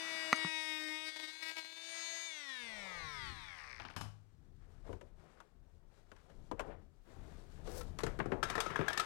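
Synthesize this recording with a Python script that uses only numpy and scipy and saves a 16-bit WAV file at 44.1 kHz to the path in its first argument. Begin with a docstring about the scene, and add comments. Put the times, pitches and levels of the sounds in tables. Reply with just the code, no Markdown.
"""An oscillating multi-tool buzzes through house siding, its stroke forcing the board to vibrate; a brief
hiss with one sharp snap sounds in the middle. The blade chatters out of the slot, and the motor runs
free, coasts down through the resonances of its housing and is set aside. In a light breeze the cut board
knocks as it is worked loose, and a thin strip of metal flashing peels off, buckles and clangs.
Nearly everything is on the left."""
import sys
import numpy as np
from scipy import signal
from scipy.fft import rfft, irfft
from scipy.io import wavfile
from scipy.ndimage import uniform_filter1d

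SR = 44100
rng = np.random.default_rng(int(sys.argv[2]) if len(sys.argv) > 2 else 0)


def transcribe(u):
    """Save the signal u as a 16-bit wav file named by the first command-line argument.

    u: samples, shape (n,) or (channels, n), limited to [-1, 1]; the rate is SR.
    q: integer samples, one column per channel.
    """
    v = np.clip(np.atleast_2d(u).T, -1, 1)
    q = np.round(v * 32767).astype(np.int16)
    wavfile.write(sys.argv[1], SR, q)


N = 399105
T = np.arange(N) / SR


def undb(db):
    """Decibels to amplitude ratio."""
    return np.exp(np.asarray(db) * np.log(10) / 20)


def unit(x):
    """Normalisation to rms 1."""
    return x / np.sqrt(np.mean(x ** 2) + 1e-20)


def curve(rows):
    """Linear interpolation of (time, value) rows."""
    return np.interp(T, *np.transpose(rows))


def swell(start, length, attack, release):
    """Envelope: a linear rise, a hold until start + length, then 60 dB of decay per release time."""
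    return np.clip((T - start) / attack, 0, 1) * undb(-60 * np.clip((T - start - length) / release, 0, 2))


def bell(s, width):
    """Gaussian envelope around time s."""
    return np.exp(-np.minimum(((T - s) / width) ** 2, 20))


def noise():
    """White noise."""
    return rng.standard_normal(N)


def walk(rate):
    """Random modulation: rate values a second, joined by lines."""
    return np.interp(T * rate, np.arange(4096), rng.standard_normal(4096))


def gain_at(points, hz):
    """Magnitude response at hz, interpolated in dB over log frequency."""
    f, db = np.transpose(points)
    return undb(np.interp(np.log(hz), np.log(f), db))


def colour(x, points, size=2048):
    """Minimum-phase filter with the given spectrum."""
    cepstrum = irfft(np.log(gain_at(points, np.arange(size // 2 + 1) * SR / size + 1)))
    cepstrum[1:size // 2] *= 2
    cepstrum[size // 2 + 1:] = 0
    return signal.fftconvolve(x, irfft(np.exp(rfft(cepstrum))))[:len(x)]


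def band(x, edges):
    """Band-pass filter."""
    return signal.sosfilt(signal.butter(3, edges, "band", fs=SR, output="sos"), x)


def fade(t60, count):
    """Exponential decay, 60 dB in t60 seconds."""
    return np.exp(-np.log(1000) * T[:count] / max(t60, 1e-3))


def ring(modes, count=16000):
    """Free vibration: a damped sinusoid for each (Hz, dB, t60) mode."""
    return sum(undb(db) * fade(t60, count) * np.sin(2 * np.pi * hz * T[:count]) for hz, db, t60 in modes)


def add(track, s, sound):
    """Superposition of a sound at time s."""
    i = int(s * SR)
    track[i:i + len(sound)] += sound[:N - i]


def background():
    """Noise floor: a low rumble, and a faint hiss that grows."""
    hiss = unit(colour(noise(), [(50, -3.5), (500, 1.5), (3000, -3.0), (15000, -7.0)]))
    growth = np.interp(T, [2, 4, 7, 7.05], [.4, 1.2, 1.3, 2.85])
    return undb(-86.5) * unit(band(noise(), (20, 130))), undb(-89.5) * hiss * growth


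# Spectrum of the wind. Each row: frequency in Hz, gain in dB.
WIND_SPECTRUM = [(12, -29), (20, 7.5), (54, -13), (86, -7), (119, -15), (150, -13), (198, -20),
                 (400, -30.5), (520, -43), (880, -120)]
# Low swells of rumble: gusts of wind, and one short dull thump at 3.3 s.
# Each row: peak time in seconds, half-width in seconds, level in dB.
RUMBLE_SWELLS = [(3.04, 0.075, -51), (3.29, 0.13, -46.5), (3.315, 0.019, -39), (4.848, 0.46, -55),
                 (6.559, 0.43, -53.5), (8.05, 0.85, -45)]

def breeze(start_s=2.58, rise_s=0.22, steady_db=-60):
    """Power addition: a steady breeze and low swells, one a short dull thump, make a wavering rumble."""
    steady = undb(steady_db) * np.clip((T - start_s) / rise_s, 0, 1)
    swell_power = sum((undb(db) * bell(s, width)) ** 2 for s, width, db in RUMBLE_SWELLS)
    rumble = unit(band(colour(noise(), WIND_SPECTRUM), (30, 600)))
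    return rumble * np.sqrt(steady ** 2 + swell_power) * undb(2.6 * walk(7.5))


# Spectrum of the opening hiss. Each row: frequency in Hz, gain in dB.
HISS_SPECTRUM = [(60, -14), (300, -11), (600, -12.5), (1200, -2), (2500, -6.5), (4000, -14), (7000, -41),
                 (14000, -48)]
# Modes of its snap and bump. Each row: frequency in Hz, relative level in dB, t60 in seconds.
SNAP_MODES = [(263, -10, 0.04), (1236, 0.5, 0.027), (1365, -3.5, 0.033), (1983, 4.5, 0.018),
              (2270, -3, 0.02), (4040, -1.5, 0.0054), (6200, -17.5, 0.051)]
BUMP_MODES = [(174, -2.5, 0.066), (318, -5, 0.016), (1120, 5, 0.0038)]

def hiss_and_snap():
    """Filtered noise and damped modes: a hiss with a snap and a thin tick, ending in a dull bump."""
    out = undb(-53) * unit(colour(noise(), HISS_SPECTRUM)) * np.clip((.48 - T) / 0.0035, 0, 1)
    add(out, .329, undb(-20) * ring(SNAP_MODES))
    add(out, .36, undb(-46.5) * ring([(6290, 4.5, 0.037), (9200, -4.5, 0.11)]))
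    add(out, .448, undb(-29) * ring(BUMP_MODES))
    return band(out, (165, 15000))


# Low, middle and high bands of an impact. Each row: lower and upper edge in Hz.
IMPACT_BANDS = [(80, 500), (500, 2500), (2500, 14000)]

def knocks(rows, body, t60s, tail_db, tail_t60, gain_db, attack_s=0.00089, count=16000):
    """Frequency-dependent damping: noise bursts whose lows last longest, with a faint echo off the wall."""
    out = np.zeros(N)
    onset = np.minimum(T[:count] / attack_s, 1)
    echo = undb(tail_db) * fade(tail_t60, count)
    for s, middle_db, low_db, high_db in rows:
        for edges, db, t60, trim_db in zip(IMPACT_BANDS, (low_db, middle_db, high_db), t60s, gain_db):
            burst = rng.standard_normal(count) * (fade(t60, count) + echo) * onset
            sound = band(colour(burst, body), edges)
            add(out, s, undb(db + trim_db) * sound / sound[:880].std())  # level set by the first 20 ms
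    return out


# The tool lands. Each row: start in seconds, then middle, low and high relative levels in dB.
LANDINGS = [(3.798, -40.5, -60, -78), (3.85, -42, -59, -82), (3.9, -46.5, -71, -77), (3.963, -37, -52, -58),
            (4.01, -39.5, -49, -59)]
# Modes of the metal it lands on. Each row: frequency in Hz, relative level in dB, t60 in seconds.
METAL_MODES = [(1125, -13, 0.39), (3020, -11, 0.29), (4070, -18, 0.27), (5250, -11, 0.27),
               (6708, -14, 0.23), (8500, -15, 0.28), (10000, -16, 0.2), (11570, -16, 0.16)]
# Response of the support. Each row: frequency in Hz, gain in dB.
SUPPORT_SPECTRUM = [(35, -41), (60, 8), (115, 2), (141, -5), (257, -6), (302, -15), (564, -31.5),
                    (780, -25), (1630, -28.5), (1960, -38), (2980, -27.5), (3420, -27.5), (5180, -22.5),
                    (15000, -41)]

def setting_down():
    """Impact excitation: the harder the tool's tick, the more the metal rings and its support booms."""
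    out = knocks(LANDINGS, SUPPORT_SPECTRUM, t60s=(.2, .04, .025), tail_db=-10, tail_t60=0.37,
                 gain_db=(2, -4, 6), attack_s=0.0007)
    boom = ring([(103.9, 15.4, 0.88), (155, 10.7, 0.66)])
    for s, _, _, high_db in LANDINGS:
        add(out, s, undb(high_db) * (undb(15) * ring(METAL_MODES) + boom))
    return out


# Knocks of the board. Each row: start in seconds, then middle, low and high relative levels in dB.
BOARD_IMPACTS = [(4.892, -53, -44.5, -79), (4.928, -52, -47, -62), (5.011, -60, -58.5, -63.5),
                 (5.402, -53.5, -68.5, -62), (6.116, -55.5, -62, -62.5), (6.163, -75, -79, -69),
                 (6.298, -58.5, -66, -71), (6.513, -34.5, -44, -56), (6.594, -32, -64, -47),
                 (6.605, -38, -50, -52)]
# Response of the board. Each row: frequency in Hz, gain in dB.
BOARD_SPECTRUM = [(47, -13), (80, -1.5), (135, -21), (562, -9), (833, -14), (909, -5.5), (1110, -9.5),
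                  (1640, -20.5), (2090, -35), (2550, -37.5), (4210, -52), (6670, -52.5), (15000, -69)]

def loosening_board():
    """Damped impacts: the cut board knocks dully as it is worked loose."""
    return knocks(BOARD_IMPACTS, BOARD_SPECTRUM, t60s=(.16, .05, .03), tail_db=-16, tail_t60=0.14,
                  gain_db=(4, -4, 5))


# Slides. Each row: start and length in seconds, then low, middle and high levels in dB.
SLIDING = [(4.581, 0.52, -70.5, -76, -82.5), (4.834, 0.041, -51, -64, -67), (5.159, 0.26, -66, -69, -79),
           (5.892, 0.1, -70.5, -77.5, -78.5), (6.062, 0.42, -68.5, -75, -77.5),
           (6.561, 0.16, -48.5, -60, -80), (7.036, 0.88, -61.5, -67.5, -71), (7.636, 0.14, -51, -57, -57.5),
           (7.886, 0.45, -58, -66, -76), (8.292, 0.045, -37.5, -71, -73), (8.448, 0.58, -52.5, -46, -64)]
# Spectrum of the rustle and of the strip's slaps. Each row: frequency in Hz, gain in dB.
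STRIP_SPECTRUM = [(47, -72), (80, -3), (142, -2), (287, -8), (374, -0.5), (509, -4.5), (884, -5),
                  (1310, -2.5), (1640, -4.5), (2660, -12.5), (3620, -13.5), (6420, -18.5), (7830, -19.5),
                  (8740, -22), (15500, -34.5)]

def rustle(grain_db=1.5, fumble_s=3.9, fumble_db=(-74.5, -80.5, -83.5)):
    """Sliding friction: board, strip and sleeves shed dense grains, with light fumbling between slides."""
    attack_s, release_s = 0.042, 0.39
    slides = [swell(s, length, attack_s, release_s) for s, length, *_ in SLIDING]
    fumbling = np.clip((T - fumble_s) / attack_s, 0, 1)
    bands_hz = [(200, 800), (800, 3000), (3000, 14000)]
    out = 0
    for edges, levels_db, floor_db in zip(bands_hz, np.transpose(SLIDING)[2:], fumble_db):
        power = sum((undb(db) * slide) ** 2 for db, slide in zip(levels_db, slides))
        power += (undb(floor_db) * fumbling) ** 2
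        grains = colour(noise() * undb(grain_db * walk(400)), STRIP_SPECTRUM)
        out += unit(band(grains, edges)) * np.sqrt(power) * undb(2.2 * walk(25))
    return out


# Spectrum of tearing wood fibres. Each row: frequency in Hz, gain in dB.
FIBRE_SPECTRUM = [(240, -37), (400, 3), (503, 13.5), (1020, -62), (1450, -15), (2630, -28), (5310, -13),
                  (15500, -21)]

def peeling(grain_db=4.5, level_db=-41):
    """Fracture: wood fibres let go of the strip in a quick, rising fizz."""
    fibres = unit(colour(noise() * undb(grain_db * walk(400)), FIBRE_SPECTRUM))
    return fibres * undb(level_db) * swell(start=7.67, length=0.12, attack=0.14, release=0.16)


# Slaps of the strip. Each row: start in seconds, middle, low and high relative levels in dB,
# clang pitch in Hz, relative clang level in dB.
BUCKLES = [(7.674, -53, -48, -66, 450, -61), (7.809, -47, -58, -61, 1320, -46.5),
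           (7.987, -39, -54, -53.5, 1370, -59), (8.004, -42.5, -76, -60, 1320, -58),
           (8.034, -38.5, -38, -49.5, 450, -33), (8.064, -36.5, -42.5, -57.5, 1350, -51),
           (8.189, -42.5, -42, -62.5, 1780, -66), (8.2, -29, -39.5, -74, 1950, -62),
           (8.257, -45.5, -39.5, -69, 408, -56), (8.318, -33, -36.5, -68.5, 377, -34.5),
           (8.428, -28.5, -46.5, -48.5, 1333, -33), (8.434, -49, -65, -48.5, 1600, -32),
           (8.499, -34, -50, -49.5, 1430, -49), (8.553, -35, -48, -53, 1782, -39),
           (8.579, -31, -56, -57, 453, -33.5), (8.603, -32, -72, -41.5, 1040, -49),
           (8.662, -38, -48.5, -60, 1287, -35.5), (8.703, -39.5, -47, -65, 1040, -49),
           (8.758, -31, -50, -58, 1640, -33), (8.791, -38, -35.5, -66, 432, -35),
           (8.81, -35.5, -43, -66, 1040, -53), (8.882, -34.5, -66, -48, 1633, -25),
           (8.902, -36.5, -60, -56, 1640, -41), (8.93, -46, -68, -51, 1780, -36.5),
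           (8.975, -40, -54, -43.5, 1780, -32), (8.997, -34, -56, -43, 1280, -29)]
# Modes of a clang. Each row: multiple of the pitch, relative level in dB, t60 in seconds at CLANG_HZ.
CLANG_MODES = [(1, 1, 0.11), (1.029, -6, 0.12), (2.015, -13.5, 0.1)]
CLANG_HZ = 1300

def strip_slaps():
    """Buckling: each slap cracks and clangs at a pitch set by the bend; low clangs ring longer."""
    out = knocks([row[:4] for row in BUCKLES], STRIP_SPECTRUM, t60s=(.1, .045, .04), tail_db=-17.5,
                 tail_t60=0.37, gain_db=(4, -3.5, 6))
    for s, *_, clang_hz, clang_db in BUCKLES:
        linger = np.sqrt(CLANG_HZ / clang_hz)
        add(out, s, undb(clang_db) * ring([(k * clang_hz, db, t60 * linger) for k, db, t60 in CLANG_MODES]))
    return out


# Modes of the hanging strip. Each row: frequency in Hz, relative level in dB, t60 in seconds.
FREE_STRIP_MODES = [(445, -8, 0.22), (733, -4.5, 0.2), (1040, -19, 0.15), (1295, -16, 0.23),
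                    (1363, 6.5, 0.13), (1540, -11, 0.14), (1780, -1, 0.14), (3720, 11, 0.081),
                    (3900, 10, 0.11), (5400, 20.5, 0.027), (6430, 20, 0.033)]

def strip_ringing(handling, free_s=8.42):
    """Resonance: once the strip hangs free, handling excites its modes."""
    return undb(-53.5) * signal.fftconvolve(handling * (T > free_s), ring(FREE_STRIP_MODES))[:N]


TONE_SAMPLES = 180000  # the tool's harmonics last until it has stopped

def harmonics(turns, gains, flutter_db, flutter_rate):
    """Additive synthesis: multiples of the stroke rate, each wavering on its own; rms 1 before flutter."""
    out, power, live = np.zeros(N), 1e-12, slice(TONE_SAMPLES)
    for k, gain in gains:
        levels = undb(flutter_db * rng.standard_normal(1024))
        waver = np.interp(T[live] * flutter_rate, np.arange(1024), levels)
        out[live] += gain * waver * np.sin(2 * np.pi * (k * turns[live] + rng.random()))
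        power = power + gain ** 2 / 2
    out[live] /= np.sqrt(power)
    return out


def clicks(turns, scatter_db):
    """Impulse train: one click a stroke, each with its own strength."""
    stroke = turns.astype(int)
    strength = undb(scatter_db * rng.standard_normal(4096))[stroke]
    steps = stroke + np.clip((turns - stroke) / np.gradient(turns), 0, 1)
    return strength * np.diff(steps, prepend=0)


def dispersed(x, delay_s):
    """Dispersion of bending waves: highs arrive first, 1 kHz after delay_s, so a click becomes a chirp."""
    hz = np.arange(513) * SR / 1024
    return signal.fftconvolve(x, irfft(np.exp(-4j * np.pi * delay_s * np.sqrt(1000 * hz))))[:N]


def gear_ticks(turns):
    """Backlash: the gear knocks at both ends of the stroke, harder at one; rms 1 at every speed."""
    uneven = turns + .012 * walk(40) + 1
    ticks = clicks(uneven, scatter_db=3.5) - .6 * clicks(uneven + .5, scatter_db=3.5)
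    return ticks / np.sqrt(uniform_filter1d(ticks ** 2, size=8800) + 1e-9)


# Resonances of the tool's body. Each row: stroke rate in Hz, half-width in Hz, buzz level in dB,
# rattle frequency in Hz, rattle level in dB.
BODY_RESONANCES = [(192.3, 33, -56.5, 780, -50), (129.7, 7, -72, 3650, -57)]

def shudder(hz, turns):
    """Critical speeds: the body buzzes and its shell rattles as the stroke rate passes each resonance."""
    buzz = np.sin(2 * np.pi * turns) + undb(-2) * np.sin(2 * np.pi * 3 * turns)
    out = 0
    for centre_hz, width_hz, buzz_db, rattle_hz, rattle_db in BODY_RESONANCES:
        response = 1 / (1 + ((hz - centre_hz) / width_hz) ** 4)
        rattle = unit(band(gear_ticks(turns) + .7 * noise(), (rattle_hz - 380, rattle_hz + 380)))
        out += undb(buzz_db) * response ** 2 * buzz + undb(rattle_db) * response * rattle
    return out


def whine(hz, turns, multiple=20, resonance_hz=6612, width_hz=33):
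    """Swept resonance: the commutator's tone swells at a sharp peak; a faint octave rides above it."""
    response = 1 / np.hypot(1, 2 * (multiple * hz - resonance_hz) / width_hz)
    speed, phase = hz / hz.max(), 2 * np.pi * multiple * turns
    tone = (undb(0.5) * response + undb(-9.5) * speed ** 4) * np.sin(phase)
    octave = undb(-27) * speed ** 10 * np.sin(2 * phase)
    return undb(walk(23.54)) * (tone + octave)


# Response of the housing. Each row: frequency in Hz, gain in dB.
HOUSING_SPECTRUM = [(200, -30), (450, -22), (700, -21.5), (900, -11), (1100, -5.5), (1350, -11),
                    (1650, -5.5), (1950, -2), (2250, -2), (2500, -10.5), (3000, -12.5), (3500, -4),
                    (3900, -5.5), (4300, -9), (4800, -11), (5600, -9), (6500, -14), (7300, -19.5),
                    (8500, -12), (9500, -20), (13000, -36)]
# Drive harmonics, from the first up. Each row: relative level in dB with the gear tight, then slack.
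DRIVE_HARMONICS = [(16.5, 24), (17, 2), (0.5, 8.5), (1.5, -3), (4, -2.5), (5, -7), (8.5, 7), (4.5, -22),
                   (8.5, 9), (0, 0), (10, 3.5), (5, 1.5), (10, 2), (4, -29), (8, 1.5), (-7, -2), (2, -3.5),
                   (-1, -12), (1, 1), (13, -18), (-14, 1), (13, -25), (-3, -11), (-16, -1), (0, 3.5),
                   (2, -28), (7, -14), (-3, -3), (-3, -18), (-7, -17), (-17, -1), (-3, -21), (-7, -17),
                   (-8, -7), (-7, -15), (-27, 6), (0, -9), (-2, -7), (-4, -2), (5, -7)]
# Interference close to the wall. Each row: harmonic number, gain in dB.
WALL_INTERFERENCE = [(3, 5.5), (5, 7), (6, -19), (7, -6), (13, 4), (20, -10)]

def drive_tones(hz, turns, slowed, away_s=1.956, swing_s=0.28):
    """Source and filter: drive and bearing tones slide through the fixed resonances of the housing."""
    live = slice(TONE_SAMPLES)
    near_wall = np.clip((away_s - T[live]) / swing_s, 0, 1)
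    wall_db = {round(k): db for k, db in WALL_INTERFERENCE}
    slack = np.clip(slowed[live] / 0.7, 0, 1)  # fully open once 70% of the speed is lost
    gains = []
    for k, (tight_db, slack_db) in enumerate(DRIVE_HARMONICS, 1):
        db = tight_db + slack * (slack_db - tight_db) + near_wall * wall_db.get(k, 0)
        gains.append((k, undb(db) * gain_at(HOUSING_SPECTRUM, k * hz[live])))
    drive = undb(4.5) * harmonics(turns, gains, flutter_db=3.6, flutter_rate=14)
    # the balls of the bearings add weak tones between the harmonics
    multiples = np.arange(2, 36) + rng.uniform(.25, .75, 34)
    balls = [(k, gain_at(HOUSING_SPECTRUM, k * hz[live])) for k in multiples]
    return drive + undb(-19) * harmonics(turns, balls, flutter_db=6, flutter_rate=21)


# Spectrum of cooling air and dust. Each row: frequency in Hz, gain in dB.
AIR_SPECTRUM = [(120, -58), (200, -27), (653, -1), (1510, -15.5), (1620, -6.5), (1840, -12), (2250, -0.5),
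                (6830, -5), (15500, -32)]
# Housing bands rung by the gear. Each row: lower and upper edge in Hz, relative level in dB.
GEAR_RATTLE_BANDS = [(1600, 2420, 17.5), (4180, 5800, 9)]

def free_running(hz, turns, throb):
    """Machine noise: tones, brushes and fan, with gear rattle taking over as it slows; rms 1 throughout."""
    slowed = 1 - hz / hz.max()
    tones = drive_tones(hz, turns, slowed)
    brushes = undb(-5.5) * unit(colour(noise(), HOUSING_SPECTRUM))
    air = undb(-7) * unit(colour(noise(), AIR_SPECTRUM)) * (1 - slowed) ** 3
    air += undb(-28) * unit(band(noise(), (6500, 15000)))
    ticks = gear_ticks(turns)
    rattle = sum(undb(db) * unit(band(ticks, (lo, hi))) for lo, hi, db in GEAR_RATTLE_BANDS) * slowed ** 6
    softened_throb = throb + (1 - throb) * slowed / 2
    sound = tones + dispersed(rattle, delay_s=0.01) + (brushes + air) * softened_throb
    return sound / np.sqrt(uniform_filter1d(sound ** 2, size=4400) + 1e-9)


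# Motor speed under power, sagging with the load. Each row: time in seconds, stroke rate in Hz.
POWERED_SPEED = [(0.0, 324.7), (0.53, 315.6), (0.75, 310.3), (0.92, 309.1), (1.06, 314.1), (1.26, 310.6),
                 (1.41, 318.9), (1.57, 323.1), (1.6, 318.4), (1.82, 327.6), (1.98, 329.9), (2.26, 331.2)]

def stroke_rate(off_s=2.272, friction_hz_per_s=123.4, drag_hz=270):
    """Coast-down: dry friction and quadratic fan drag, equal at drag_hz, brake the motor after off_s."""
    braking = friction_hz_per_s * np.maximum(T - off_s, 0) / drag_hz
    angle = np.arctan(curve(POWERED_SPEED) / drag_hz) - braking
    return np.maximum(drag_hz * np.tan(np.maximum(angle, 0)), 10)


# Level of the cut, following the push on the blade. Each row: time in seconds, level in dB.
CUT_LEVEL = [(0, -39.5), (0.35, -38.5), (0.55, -37), (0.77, -38), (0.85, -40), (0.95, -38.5), (1.0, -41.5),
             (1.065, -40), (1.09, -39.5), (1.11, -49), (1.65, -68), (1.8, -77)]
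# The blade catches. Each row: start and length in seconds, level in dB, share of chatter from 0 to 1.
BLADE_CATCHES = [(0.787, 0.037, -45, 0.9), (0.809, 0.027, -41.5, 0.7), (0.858, 0.033, -44, 0.7),
                 (1.04, 0.054, -45, 0.24), (1.159, 0.0074, -41.5, 0.85), (1.187, 0.03, -46.5, 0.8),
                 (1.219, 0.023, -38.5, 0.2), (1.262, 0.034, -43.5, 0), (1.421, 0.0069, -35.5, 0.5),
                 (1.446, 0.054, -39.5, 0.3), (1.562, 0.03, -41, 0.66), (1.645, 0.0046, -45, 0.85)]

def blade_contact(ease_s=1.02, out_s=1.9, release_s=0.13, resting_db=-52.5):
    """Intermittent contact: the push (0-1), and the gains of clean cutting and of loose chatter."""
    push = swell(start=-0.964, length=1 + ease_s, attack=0.97, release=0.073)
    in_slot = swell(start=-1, length=1 + out_s, attack=1, release=release_s)
    clean_power = undb(curve(CUT_LEVEL)) ** 2
    loose_power = (in_slot * (1 - push) * undb(resting_db)) ** 2
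    for s, length, db, share in BLADE_CATCHES:
        attack_s = 0.0015 + 0.036 * (1 - share) ** 2  # chatter starts at once, clean cutting builds up
        power = (undb(db) * swell(s, length, attack_s, release_s)) ** 2
        clean_power += (1 - share) * power
        loose_power += share * power
    return push, np.sqrt(clean_power), np.sqrt(loose_power)


# Response of the board rattled by the blade. Each row: frequency in Hz, gain in dB.
CHATTER_SPECTRUM = [(150, -20.5), (300, -1.5), (620, -0.5), (978, 3.5), (1200, -8.5), (1890, 2),
                    (3060, 1.5), (3890, -2.5), (4470, -4), (6540, -10), (8180, -14.5), (15500, -31)]

def chatter(turns, throb):
    """Repeated impact: the loose blade slaps the board once a stroke, unevenly, with a gritty tail."""
    grit = undb(-26.5) * unit(band(noise(), (9000, 15500))) * throb
    flicker = undb(2.5 * walk(70))
    slaps = clicks(turns + .006 * walk(300) + 1, scatter_db=2.5)
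    tails = noise() * np.exp(-(turns % 1) / .4)
    force = slaps / slaps[:SR].std() + .22 * tails / tails[:SR].std()
    rattle = colour(dispersed(force, delay_s=.003), CHATTER_SPECTRUM)
    return flicker * (rattle / rattle[:SR].std() + grit)


# Stroke harmonics, from the first up. Each row: relative level in dB at the surface, then deep in the slot.
CUT_HARMONICS = [(-6.5, -7), (-6.5, -13), (-12.5, -8.5), (-19, -11.5), (-12.5, -11.5), (-1.5, -1), (-3, 0),
                 (-8, -3.5), (-6.5, -9.5), (-21, -10.5), (-8, -8), (-11.5, -2), (-13.5, -23),
                 (-20.5, -19.5), (-9, -13), (-19.5, -12.5), (-18, -10.5), (-13, -16.5), (-25.5, -17.5),
                 (-21.5, -23), (-30, -27.5), (-27, -28), (-20, -27), (-25, -29.5), (-23.5, -19.5),
                 (-23.5, -27.5), (-18, -23), (-35, -24.5), (-28.5, -18), (-23.5, -31)]

def cutting(turns, throb, sink_s=0.32, sink_length_s=0.18):
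    """Forced vibration: the stroke drives the board as the blade sinks in; teeth sizzle and dust hisses."""
    # the fundamental hums at the bottom of the cut
    hum = undb(11 * bell(0.856, width=0.12) - 3)[:TONE_SAMPLES]
    depth = np.clip((T - sink_s) / sink_length_s, 0, 1)
    board = 0
    for share, levels_db in zip((1 - depth, depth), np.transpose(CUT_HARMONICS)):
        gains = [(k, gain * hum if k == 1 else gain) for k, gain in enumerate(undb(levels_db), 1)]
        board += np.sqrt(share) * harmonics(turns, gains, flutter_db=2.5, flutter_rate=14)
    # the thin steel sings with the highest harmonics, which come and go
    steel_spectrum = [(9500, -2), (10200, -0.5), (10800, -5.5), (12500, -7.5), (15500, -15)]
    start_hz = POWERED_SPEED[0][1]
    steel = [(k, gain_at(steel_spectrum, k * start_hz)) for k in range(len(CUT_HARMONICS) + 1, 50)]
    teeth = undb(-28.5) * harmonics(turns, steel, flutter_db=6.5, flutter_rate=3.9)
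    dust = undb(-19) * unit(colour(noise(), AIR_SPECTRUM)) * throb
    return board + teeth + dust


# The free tool swings past the listener and is lowered. Each row: time in seconds, relative level in dB.
MOTOR_LEVEL = [(1.6, -53), (1.72, -54), (1.99, -44), (2.16, -44.5), (2.47, -47), (2.5, -44), (2.74, -47),
               (3.28, -45), (3.34, -50), (3.77, -51)]

def multi_tool(fade_hz=60.8, stall_hz=28.5):
    """Mechanical coupling: the stroke drives the board while cutting, and only the housing once free."""
    hz = stroke_rate()
    push, clean, loose = blade_contact()
    # the speed stumbles when the blade catches, and more and more as the motor runs out
    stumble = .005 * loose / loose.max() + .006 * (1 - hz / hz.max()) ** 2
    jitter = .0005 * walk(60) + stumble * walk(150)
    turns = np.cumsum(hz * (1 + jitter)) / SR  # phase in strokes
    throb = 1 + .8 * np.cos(2 * np.pi * turns)
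    spinning = np.clip((hz - stall_hz) / (fade_hz - stall_hz), 0, 1)
    motor = undb(2.5) * free_running(hz, turns, throb) + whine(hz, turns)
    motor *= (1 - push) * spinning * undb(curve(MOTOR_LEVEL))
    cut = clean * cutting(turns, throb)
    skipping = loose * chatter(turns, throb)
    rasp = undb(3 * loose / (loose + clean) * walk(220))  # a looser blade bites more unevenly
    return cut * rasp + skipping + motor + shudder(hz, turns)


def scene():
    """Level panning: work, wind and rumble on the left, faint hiss on the right, the snap in the middle."""
    board = loosening_board()
    handling = strip_slaps() + rustle()
    wind = breeze()
    work = multi_tool() + setting_down() + board + handling + strip_ringing(handling) + peeling()
    rumble, faint_hiss = background()
    left = work + wind + rumble
    right = undb(-54.5) * work + undb(-28) * wind + faint_hiss
    return np.array([left, right]) + hiss_and_snap()


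def record(dry):
    """Band limiting: a steep low-pass removes the highest treble."""
    top_hz = 15900
    return signal.sosfilt(signal.ellip(8, .2, 70, top_hz, fs=SR, output="sos"), dry)


dry = scene()
out = record(dry)
transcribe(out)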